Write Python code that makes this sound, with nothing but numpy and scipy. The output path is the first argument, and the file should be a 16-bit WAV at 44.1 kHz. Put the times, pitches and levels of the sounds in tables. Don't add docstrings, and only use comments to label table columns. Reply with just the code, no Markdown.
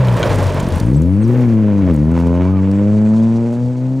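import sys
import numpy as np
from scipy import signal
from scipy.fft import rfft, irfft, next_fast_len
from scipy.io import wavfile

SR = 44100
rng = np.random.default_rng(int(sys.argv[2]) if len(sys.argv) > 2 else 0)


def unload_audio(sound):
    columns = np.transpose(np.atleast_2d(sound))
    steps = np.round(np.clip(columns, -1, 1) * 32767)
    wavfile.write(sys.argv[1], SR, steps.astype(np.int16))


N = 176400
T = np.arange(N) / SR


def from_db(db):
    return 10 ** (np.asarray(db) / 20)


def unit_rms(x):
    return x / np.sqrt(np.mean(x ** 2) + 1e-20)


def in_time(rows):
    times_s, *columns = np.transpose(rows)
    return [np.interp(T, times_s, column) for column in columns]


def db_at(spectrum, hz):
    points_hz, db = np.transpose(spectrum)
    return np.interp(np.log(hz + 1), np.log(points_hz), db)


def colour(x, spectrum):
    size = next_fast_len(N + SR // 2)
    gain = from_db(db_at(spectrum, np.fft.rfftfreq(size, 1 / SR)))
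    return irfft(rfft(x, size) * gain, size)[..., :N]


def drift(rate_hz):
    hop, settle = 40, 2000
    r = np.exp(-2 * np.pi * rate_hz * hop / SR)
    slow = signal.lfilter([1], [1, -2 * r, r * r], rng.standard_normal(N // hop + settle + 2))[settle:]
    return np.interp(np.arange(N) / hop, np.arange(len(slow)), unit_rms(slow))


def noise_layer(source, spectrum, levels, side_db=-38.5):
    wide = source + from_db(side_db) * rng.standard_normal(N) * [[1], [-1]]
    return unit_rms(colour(wide, spectrum)) * from_db(in_time(levels)[0])


def strike(hits, modes, spread_db=0):
    start_s, db = np.transpose(hits)
    out = np.zeros(N)
    for k, (hz, mode_db, t60_s) in enumerate(modes):
        strengths = from_db(db + mode_db + spread_db * rng.standard_normal(len(start_s)))
        impulses = np.full(N, 1e-18)
        impulses[(start_s * SR).astype(int)] = strengths
        r = np.exp(-np.log(1000) / (t60_s * SR))
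        w = 2 * np.pi * hz / SR
        out -= (-1) ** k * signal.lfilter([0, np.sin(w)], [1, -2 * r * np.cos(w), r * r], impulses)
    return out


# frequency in Hz, gain in dB, T60 in seconds.
EXHAUST_MODES = [(93.6, 11.5, 0.021), (195.6, 10.5, 0.019), (333.5, -0.5, 0.023), (500, -22.5, 0.017)]

def order(k, firing_hz, phase, scatter_rad=0, width_hz=28):
    lag = sum(np.arctan((k * firing_hz - mode[0]) / width_hz) for mode in EXHAUST_MODES[:2])
    return -np.sqrt(2) * np.sin(k * phase + scatter_rad - lag)


# time in seconds, level in dB.
COAST_BOOM = [(0, -10), (.15, -13.5), (.18, -20), (.22, -43), (.27, -17), (.32, -23.5), (.36, -17),
              (.49, -15), (.55, -24.5), (.69, -30.5), (.735, -12.5), (.79, -26)]
# multiple of the firing rate, level in dB.
COAST_ORDERS = [(0.504, -29), (0.75, -47.5), (1.251, -40), (1.499, -25.5), (1.997, -46.5), (2.5, -38),
                (4, -33)]

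def coast(firing_hz, phase):
    out = from_db(in_time(COAST_BOOM)[0]) * order(0.98, firing_hz, phase)
    for k, db in COAST_ORDERS:
        out += from_db(db + 1.6 * drift(2.7)) * order(k, firing_hz, phase)
    return out


# time in seconds, level in dB.
RASP_LEVELS = [(.8, -33), (1.0, -39.5), (1.15, -42), (1.35, -37.5), (1.55, -36.5), (1.78, -34.5),
               (1.9, -30.5), (1.971, -37), (2.06, -45.5), (2.17, -31), (2.301, -38), (2.431, -31),
               (2.519, -39.5), (2.701, -33.5), (3.0, -39.5), (3.4, -37.5), (3.75, -46.5), (4, -47.5)]
GARGLE_LEVELS = [(.8, -48), (.9, -32), (1.05, -29), (1.15, -38), (1.33, -23), (1.45, -28.5), (1.6, -32.5),
                 (1.78, -40.5), (1.9, -30.5), (2.0, -38.5), (2.2, -41.5), (2.43, -37.5), (2.6, -41),
                 (4, -49)]
# frequency in Hz, gain in dB.
RASP_COLOUR = [(120, 5), (300, 7), (550, 2), (760, -2.5), (1000, 2), (1500, -8), (2400, -10), (4000, -23),
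               (7000, -29), (15000, -56.5)]
GARGLE_COLOUR = [(150, -18), (280, 8), (350, -7), (410, 1), (490, 8), (600, -9), (720, -22.5),
                 (1100, -44.5)]

def gas_puffs(phase, sharpness=0.87, lag_rad=0.48):
    puffs = np.exp(sharpness * np.cos(phase - lag_rad))
    uneven_puffs = puffs * from_db(2 * drift(36))
    rasp = noise_layer(unit_rms(uneven_puffs * rng.standard_normal(N)), RASP_COLOUR, RASP_LEVELS)
    gargle = noise_layer(unit_rms(puffs * rng.standard_normal(N)), GARGLE_COLOUR, GARGLE_LEVELS)
    return rasp + gargle


# time in seconds, firing rate in Hz.
COAST_SPEED = [(0, 131.1), (.15, 117.6), (.25, 112.4), (.36, 101.4), (.48, 94.2), (.66, 90.58), (.78, 84.4)]
DRIVE_SPEED = [(0.82, 49.5), (0.93, 68.0), (0.99, 76.3), (1.05, 86.0), (1.14, 97.8), (1.3, 120.3),
               (1.38, 125.5), (1.43, 121.9), (1.55, 110.2), (1.8, 98.0), (1.88, 89.9), (1.96, 73.2),
               (2.03, 74.7), (2.12, 84.2), (2.32, 85.6), (2.53, 95.3), (2.65, 96.1), (2.94, 105.9),
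               (3.1, 107.9), (3.18, 111.5), (3.55, 119.2), (3.63, 123.1), (3.8, 126.0), (4.0, 133.3)]
# time in seconds, RMS wander in cycles.
JITTER = [(0, .02), (.8, .012), (1.1, .006), (1.4, .01), (1.7, .008), (1.9, .016), (2.1, .003),
          (2.35, .004), (2.47, .009), (2.8, .007), (4, .009)]
# time in seconds, left minus right in dB.
ENGINE_PAN = [(0, -3), (.6, -1.5), (1.2, 1), (1.8, 0.5), (2.5, -1.5), (3.2, -0.6), (4, 0)]

def engine(throttle_at_s=0.805, opening_s=0.035):
    firing_hz, = in_time(list(COAST_SPEED) + list(DRIVE_SPEED))
    wander_cycles, = in_time(JITTER)
    phase = 2 * np.pi * (np.cumsum(firing_hz) / SR + wander_cycles * drift(36))
    throttle = np.clip((T - throttle_at_s) / opening_s, 0, 1)
    tones = throttle * drive(firing_hz, phase, wander_cycles) + (1 - throttle) * coast(firing_hz, phase)
    exhaust = tones + gas_puffs(phase) + overrun_pops()
    return exhaust * from_db(in_time(ENGINE_PAN)[0] * [[.5], [-.5]])


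def gravel(hiss_db, flicker_db, flicker_hz, grains_per_s=2200, spread_db=2.5):
    sizes = from_db(spread_db * np.minimum(rng.exponential(1, N), 5)) * rng.choice([-1, 1], N)
    grains = unit_rms(sizes * (rng.random(N) < grains_per_s / SR))
    hiss = from_db(hiss_db) * rng.standard_normal(N)
    return unit_rms((grains + hiss) * from_db(flicker_db * drift(flicker_hz)))


# time in seconds, level in dB.
SLIDE_LEVELS = [(0, -18.5), (.05, -21), (.1, -20), (.15, -18.5), (.24, -15.5), (.33, -18), (.45, -20),
                (.53, -22), (.6, -19.5), (.68, -26.5), (.78, -24), (.85, -33.5), (1.05, -60), (1.3, -52.5)]
ROLL_LEVELS = [(0, -54), (.9, -40), (1.08, -43.5), (1.35, -34.5), (1.551, -38.5), (1.75, -36.5),
               (2.02, -41), (2.4, -38.5), (2.602, -41.5), (2.851, -39), (3.3, -45), (3.7, -47), (4, -47.5)]
GRIT_LEVELS = [(0, -78), (.35, -45), (.6, -50), (.8, -48.5), (.93, -51.5), (1.1, -57.5), (1.42, -49),
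               (1.6, -57.5), (1.9, -53), (2.08, -54), (2.2, -51), (2.35, -54), (2.55, -56.5), (2.8, -55.5),
               (3.299, -50.5), (3.55, -53.5), (4, -55.5)]
# frequency in Hz, gain in dB.
SLIDE_COLOUR = [(25, -15), (50, -6), (100, 7.5), (200, 1), (380, -1.5), (480, 2.5), (620, 2), (750, -9),
                (870, -3), (1020, -5), (1250, -12.5), (1550, -12), (2100, -17), (2850, -21.5),
                (3250, -21.5), (3450, -23.5), (3700, -25.5), (4700, -29.5), (6600, -34), (10000, -41),
                (15500, -50)]
ROLL_COLOUR = [(25, -7.5), (70, -3.5), (200, 13.5), (550, 5.5), (760, 5), (1000, 5.5), (1500, 3.5),
               (2400, -2), (3200, -9.5), (4500, -25), (8000, -38), (15000, -35)]
GRIT_COLOUR = [(1500, -5.5), (3500, 5), (4500, 6.5), (5200, 3.5), (6200, 5.5), (7700, 0), (9000, -3),
               (10500, -6), (12500, -20.5), (15500, -30)]

def tyres():
    slide = noise_layer(gravel(hiss_db=7.5, flicker_db=1.4, flicker_hz=23), SLIDE_COLOUR, SLIDE_LEVELS)
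    roll = noise_layer(gravel(hiss_db=3, flicker_db=2.3, flicker_hz=32), ROLL_COLOUR, ROLL_LEVELS)
    grit = noise_layer(gravel(hiss_db=-2.5, flicker_db=2, flicker_hz=22), GRIT_COLOUR, GRIT_LEVELS)
    return slide + roll + grit


# time in seconds, level in dB.
PEBBLE_LEVELS = [(0, -71), (.17, -50), (.35, -58), (.65, -55), (.85, -52), (1.05, -61), (1.2, -61.5),
                 (1.42, -64), (1.6, -69.5), (1.85, -68), (2.05, -65), (2.25, -64.5), (2.5, -71.5), (4, -79)]
# frequency in Hz, gain in dB.
PEBBLE_COLOUR = [(1000, -15), (3000, -13), (6000, -5), (9000, 6), (11500, -4.5), (15000, -9)]

def pebbles(ticks_per_s=450, spread_db=2):
    sizes = from_db(-spread_db * np.minimum(rng.exponential(1, N), 3.5)) * rng.choice([-1, 1], N)
    ticks = sizes * (rng.random(N) < ticks_per_s / SR)
    pan = from_db(2 * rng.standard_normal(N) * [[1], [-1]])
    return unit_rms(colour(ticks * pan, PEBBLE_COLOUR)) * from_db(in_time(PEBBLE_LEVELS)[0])


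# frequency in Hz, gain in dB.
AIR_COLOUR = [(30, 8.5), (200, 11.5), (1000, 4.5), (3000, -2), (4400, 4.5), (5000, -9), (6000, -3.5),
              (8000, -5), (10500, -15.5), (12500, -21.5), (15500, -36)]

def forest_air(level_db=-76):
    wide = rng.standard_normal(N) + .5 * rng.standard_normal((2, N))
    return from_db(level_db) * unit_rms(colour(wide, AIR_COLOUR))


def forest_echo(x, gain_db=-26.5, t60_s=1, delay_s=0.025, band_hz=(600, 3500)):
    age_s = np.arange(SR) / SR
    tail = rng.standard_normal((2, SR)) * np.exp(-np.log(1000) * age_s / t60_s) * (age_s > delay_s)
    trunks = signal.butter(2, band_hz, "band", fs=SR, output="sos")
    response = signal.sosfilt(trunks, unit_rms(tail) / np.sqrt(SR))
    return from_db(gain_db) * signal.fftconvolve(x, response, axes=1)[:, :N]


def stone_shower(start_s=0.044, end_s=0.8, stones_per_s=170, low_hz=2000, high_hz=10000):
    span_s = end_s - start_s
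    when, size, pitch = rng.random((int(stones_per_s * span_s), 3)).T
    db = -29.5 + 4.5 * (2 * size - 1)
    hz = low_hz * (high_hz / low_hz) ** pitch
    return list(zip(start_s + when * span_s, db, hz))


# start in seconds, relative level in dB, pitch in Hz.
STONE_CLICKS = [(.167, -24, 6900), (.194, -28, 9500), (.218, -41, 8910), (0.229, -21, 5600),
                (0.315, -35, 7400), (.384, -29, 7500), (.33, -24, 6000), (.44, -41, 9000),
                (0.4734, -29, 5007), (0.602, -20.5, 6700), (.7996, -17.5, 4600), (0.8, -23.5, 8200),
                (0.8616, -37, 9000), (1.0188, -28.5, 7400), (1.056, -45, 11020), (1.2775, -34.5, 7945),
                (1.41, -36, 8940), (1.941, -33, 9900), (1.962, -31, 6880), (2.115, -37, 6987),
                (2.1887, -33, 6304), (2.201, -31.5, 7100), (2.178, -36, 6000), (2.271, -35, 7140),
                (2.7141, -31, 5400), (3.234, -37, 5900), (3.192, -47, 6400), (3.528, -38.5, 8005)]

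def stone_clicks(gain_db=-7.5, decay_s=0.0029, relative_bandwidth=0.4):
    out = np.zeros(N)
    age_s = np.arange(SR // 20) / SR
    for start_s, db, hz in list(STONE_CLICKS) + stone_shower():
        r = np.exp(-np.pi * relative_bandwidth * hz / SR)
        resonator = [1, -2 * r * np.cos(2 * np.pi * hz / SR), r * r]
        burst = unit_rms(signal.lfilter([1, 0, -1], resonator, rng.standard_normal(len(age_s))))
        start = int(start_s * SR)
        out[start:start + len(age_s)] += from_db(db + gain_db) * burst * np.exp(-age_s / decay_s)
    return out


# start in seconds, relative level in dB.
KNOCKS = [(.084, -21.5), (.2294, -10.5), (.2315, -26), (.236, -18), (.258, -26), (.3152, -26), (.599, -24)]
# frequency in Hz, gain in dB, T60 in seconds.
UNDERBODY_MODES = [(1050, -2, 0.034), (1477, 4.5, 0.028), (2326, 1.5, 0.029), (2850, -0.5, 0.016),
                   (3210, 5.5, 0.017), (3740, -1, 0.016), (4080, -1, 0.017), (6670, -3.5, 0.012)]

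def underbody_knocks(gain_db=-9):
    return from_db(gain_db) * strike(KNOCKS, UNDERBODY_MODES)


# start in seconds, relative level in dB.
POPS = [(.547, -16.5), (.569, -15.5), (.589, -19.5), (.610, -15.5), (.630, -10), (.654, -11.5),
        (.674, -10.5), (.699, -21), (.720, -15.5), (.742, -16), (.765, -10), (.811, -12)]

def overrun_pops():
    return strike(POPS, EXHAUST_MODES, spread_db=1)


# time in seconds, then level in dB of orders 1, 2, 3 and 4-7.
ORDER_LEVELS = [(.83, -19.5, -15, -22, -35.5), (.92, -21.5, -15, -18, -30.5),
                (.98, -18, -9.5, -25.5, -36.5), (1.05, -15, -18.5, -16, -32),
                (1.12, -14.5, -17, -18.5, -32), (1.2, -15.5, -13, -25, -39.5),
                (1.3, -13.5, -17.5, -20, -38), (1.38, -13.5, -16, -28.5, -31),
                (1.55, -15.5, -12.5, -22, -31), (1.7, -18, -13.5, -25, -28),
                (1.8, -17.5, -14.5, -18, -31.5), (1.88, -16.5, -18, -16.5, -27),
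                (2.0, -20, -13.5, -17.5, -34), (2.15, -17.5, -17, -17, -29), (2.42, -16, -17.5, -18, -26),
                (2.52, -15, -16.5, -21, -31), (2.8, -18.5, -14, -20, -32), (2.95, -15.5, -12.5, -28, -26.5),
                (3.1, -19.5, -10.5, -30, -29), (3.25, -18, -11, -28.5, -28.5),
                (3.4, -18.5, -16, -25.5, -27.5), (3.55, -23.5, -18.5, -29.5, -28.5),
                (3.65, -16, -19.5, -44, -31.5), (3.75, -21.5, -22, -35.5, -36.5),
                (3.87, -17.5, -20.5, -41, -33.5), (4, -20, -19, -37.5, -35.5)]
# time in seconds, level in dB.
BUZZ_LEVELS = [(.8, -37.5), (1.1, -39), (1.35, -41), (1.75, -36.5), (2.04, -35), (2.15, -27), (2.42, -26.5),
               (2.55, -30), (2.85, -39), (3.1, -31), (3.45, -32.5), (3.75, -42), (4, -41)]
# frequency in Hz, gain in dB.
PIPE_RESPONSE = [(220, 6.5), (300, 11), (340, 1.5), (385, -2), (420, -1), (455, -6), (510, 1), (565, -8.5),
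                 (632, -5), (670, -11.5), (750, -20.5), (860, -12.5), (940, -15.5), (1040, -14.5),
                 (1170, -31.5), (1350, -30.5), (1550, -25.5), (1750, -42.5), (2400, -40)]
# time in seconds, depth as a share of amplitude.
SPUTTER = [(.8, 0.11), (.98, 0.071), (1.1, .035), (1.35, .12), (1.6, .03), (1.8, .04), (1.9, 0.15),
           (2.02, 0.11), (2.4, 0.064), (2.6, 0.017), (4, 0.065)]

def drive(firing_hz, phase, wander_cycles, waver_db=2, half_order_db=-24.5, quarter_order_db=-32):
    *low_db, middle_db = in_time(ORDER_LEVELS)
    buzz_db, = in_time(BUZZ_LEVELS)
    out = sum(from_db(db) * order(k, firing_hz, phase) for k, db in enumerate(low_db, start=1))
    for k in range(4, 19):
        db = (middle_db if k < 8 else buzz_db) + db_at(PIPE_RESPONSE, k * firing_hz)
        gain = from_db(db + waver_db * drift(13))
        scatter_rad = 5 * k * wander_cycles * drift(50)
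        out += gain * order(k, firing_hz, phase, scatter_rad)
    for k in np.arange(5, 28) / 4:
        if k % 1:
            uneven_db = quarter_order_db if (2 * k) % 1 else half_order_db
            gain = from_db(low_db[0] + uneven_db - 4 * np.log2(k))
            out += gain * drift(3.26) * order(k, firing_hz, phase)
    return out * (1 + in_time(SPUTTER)[0] * drift(69))


# start and length in seconds, first, middle and last pitch in Hz,
# level in dB, unsteadiness as a share of pitch.
SQUEAKS = [(.961, .016, 7900, 7800, 7700, -41, .01), (1.207, .041, 8272, 8306, 8050, -52, .003),
           (1.212, .045, 4050, 4180, 3820, -56.5, .005), (1.225, .04, 7800, 5640, 4700, -50, .05),
           (2.44, .065, 930, 1020, 1250, -35, .015), (2.52, .085, 1240, 1205, 1080, -39, .008),
           (2.54, .065, 2380, 2310, 2150, -48, .005), (2.41, .1, 2290, 2320, 2300, -46, .025)]

def squeaks(flutter_db=1):
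    out = np.zeros(N)
    for start_s, length_s, first_hz, middle_hz, last_hz, db, unsteadiness in SQUEAKS:
        progress = np.clip((T - start_s) / length_s, 0, 1)
        glide = np.polyfit([0, .5, 1], [first_hz, middle_hz, last_hz], 2)
        hz = np.polyval(glide, progress) * (1 + unsteadiness * drift(150))
        envelope = from_db(db + flutter_db * drift(50)) * np.sqrt(2 * np.abs(np.sin(np.pi * progress)))
        out += envelope * np.sin(2 * np.pi * np.cumsum(hz) / SR)
    return out


# time in seconds, level in dB.
SIZZLE_LEVELS = [(2.5, -83), (2.68, -57.5), (2.85, -60), (3.1, -62), (3.3, -61.5), (3.6, -68)]
# frequency in Hz, gain in dB.
SIZZLE_COLOUR = [(5500, -18), (7200, -4), (7700, 0), (8200, -5), (9200, -25)]

def sizzle(flicker_db=2.8):
    noise = rng.standard_normal(N) * from_db(flicker_db * drift(18))
    return noise_layer(noise, SIZZLE_COLOUR, SIZZLE_LEVELS)


# frequency in Hz, left minus right in dB.
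BALANCE = [(30, -5), (90, 6), (180, 1.77), (350, -0.5), (650, -4), (1300, -1.5), (2800, -0.5), (6000, 0)]

def scene():
    car = engine() + tyres() + pebbles() + underbody_knocks() + stone_clicks() + squeaks() + sizzle()
    left, right = car + forest_air() + forest_echo(car)
    return np.array([colour(left, [(hz, db / 2) for hz, db in BALANCE]),
                     colour(right, [(hz, -db / 2) for hz, db in BALANCE])])


def record(dry, low_cut_hz=46, high_cut_hz=15750):
    lean = colour(dry, [(low_cut_hz / 2, -14), (low_cut_hz, -3), (low_cut_hz * 1.46, 0)])
    return signal.sosfilt(signal.ellip(10, .1, 80, high_cut_hz, fs=SR, output="sos"), lean)


dry = scene()
out = record(dry)
unload_audio(out)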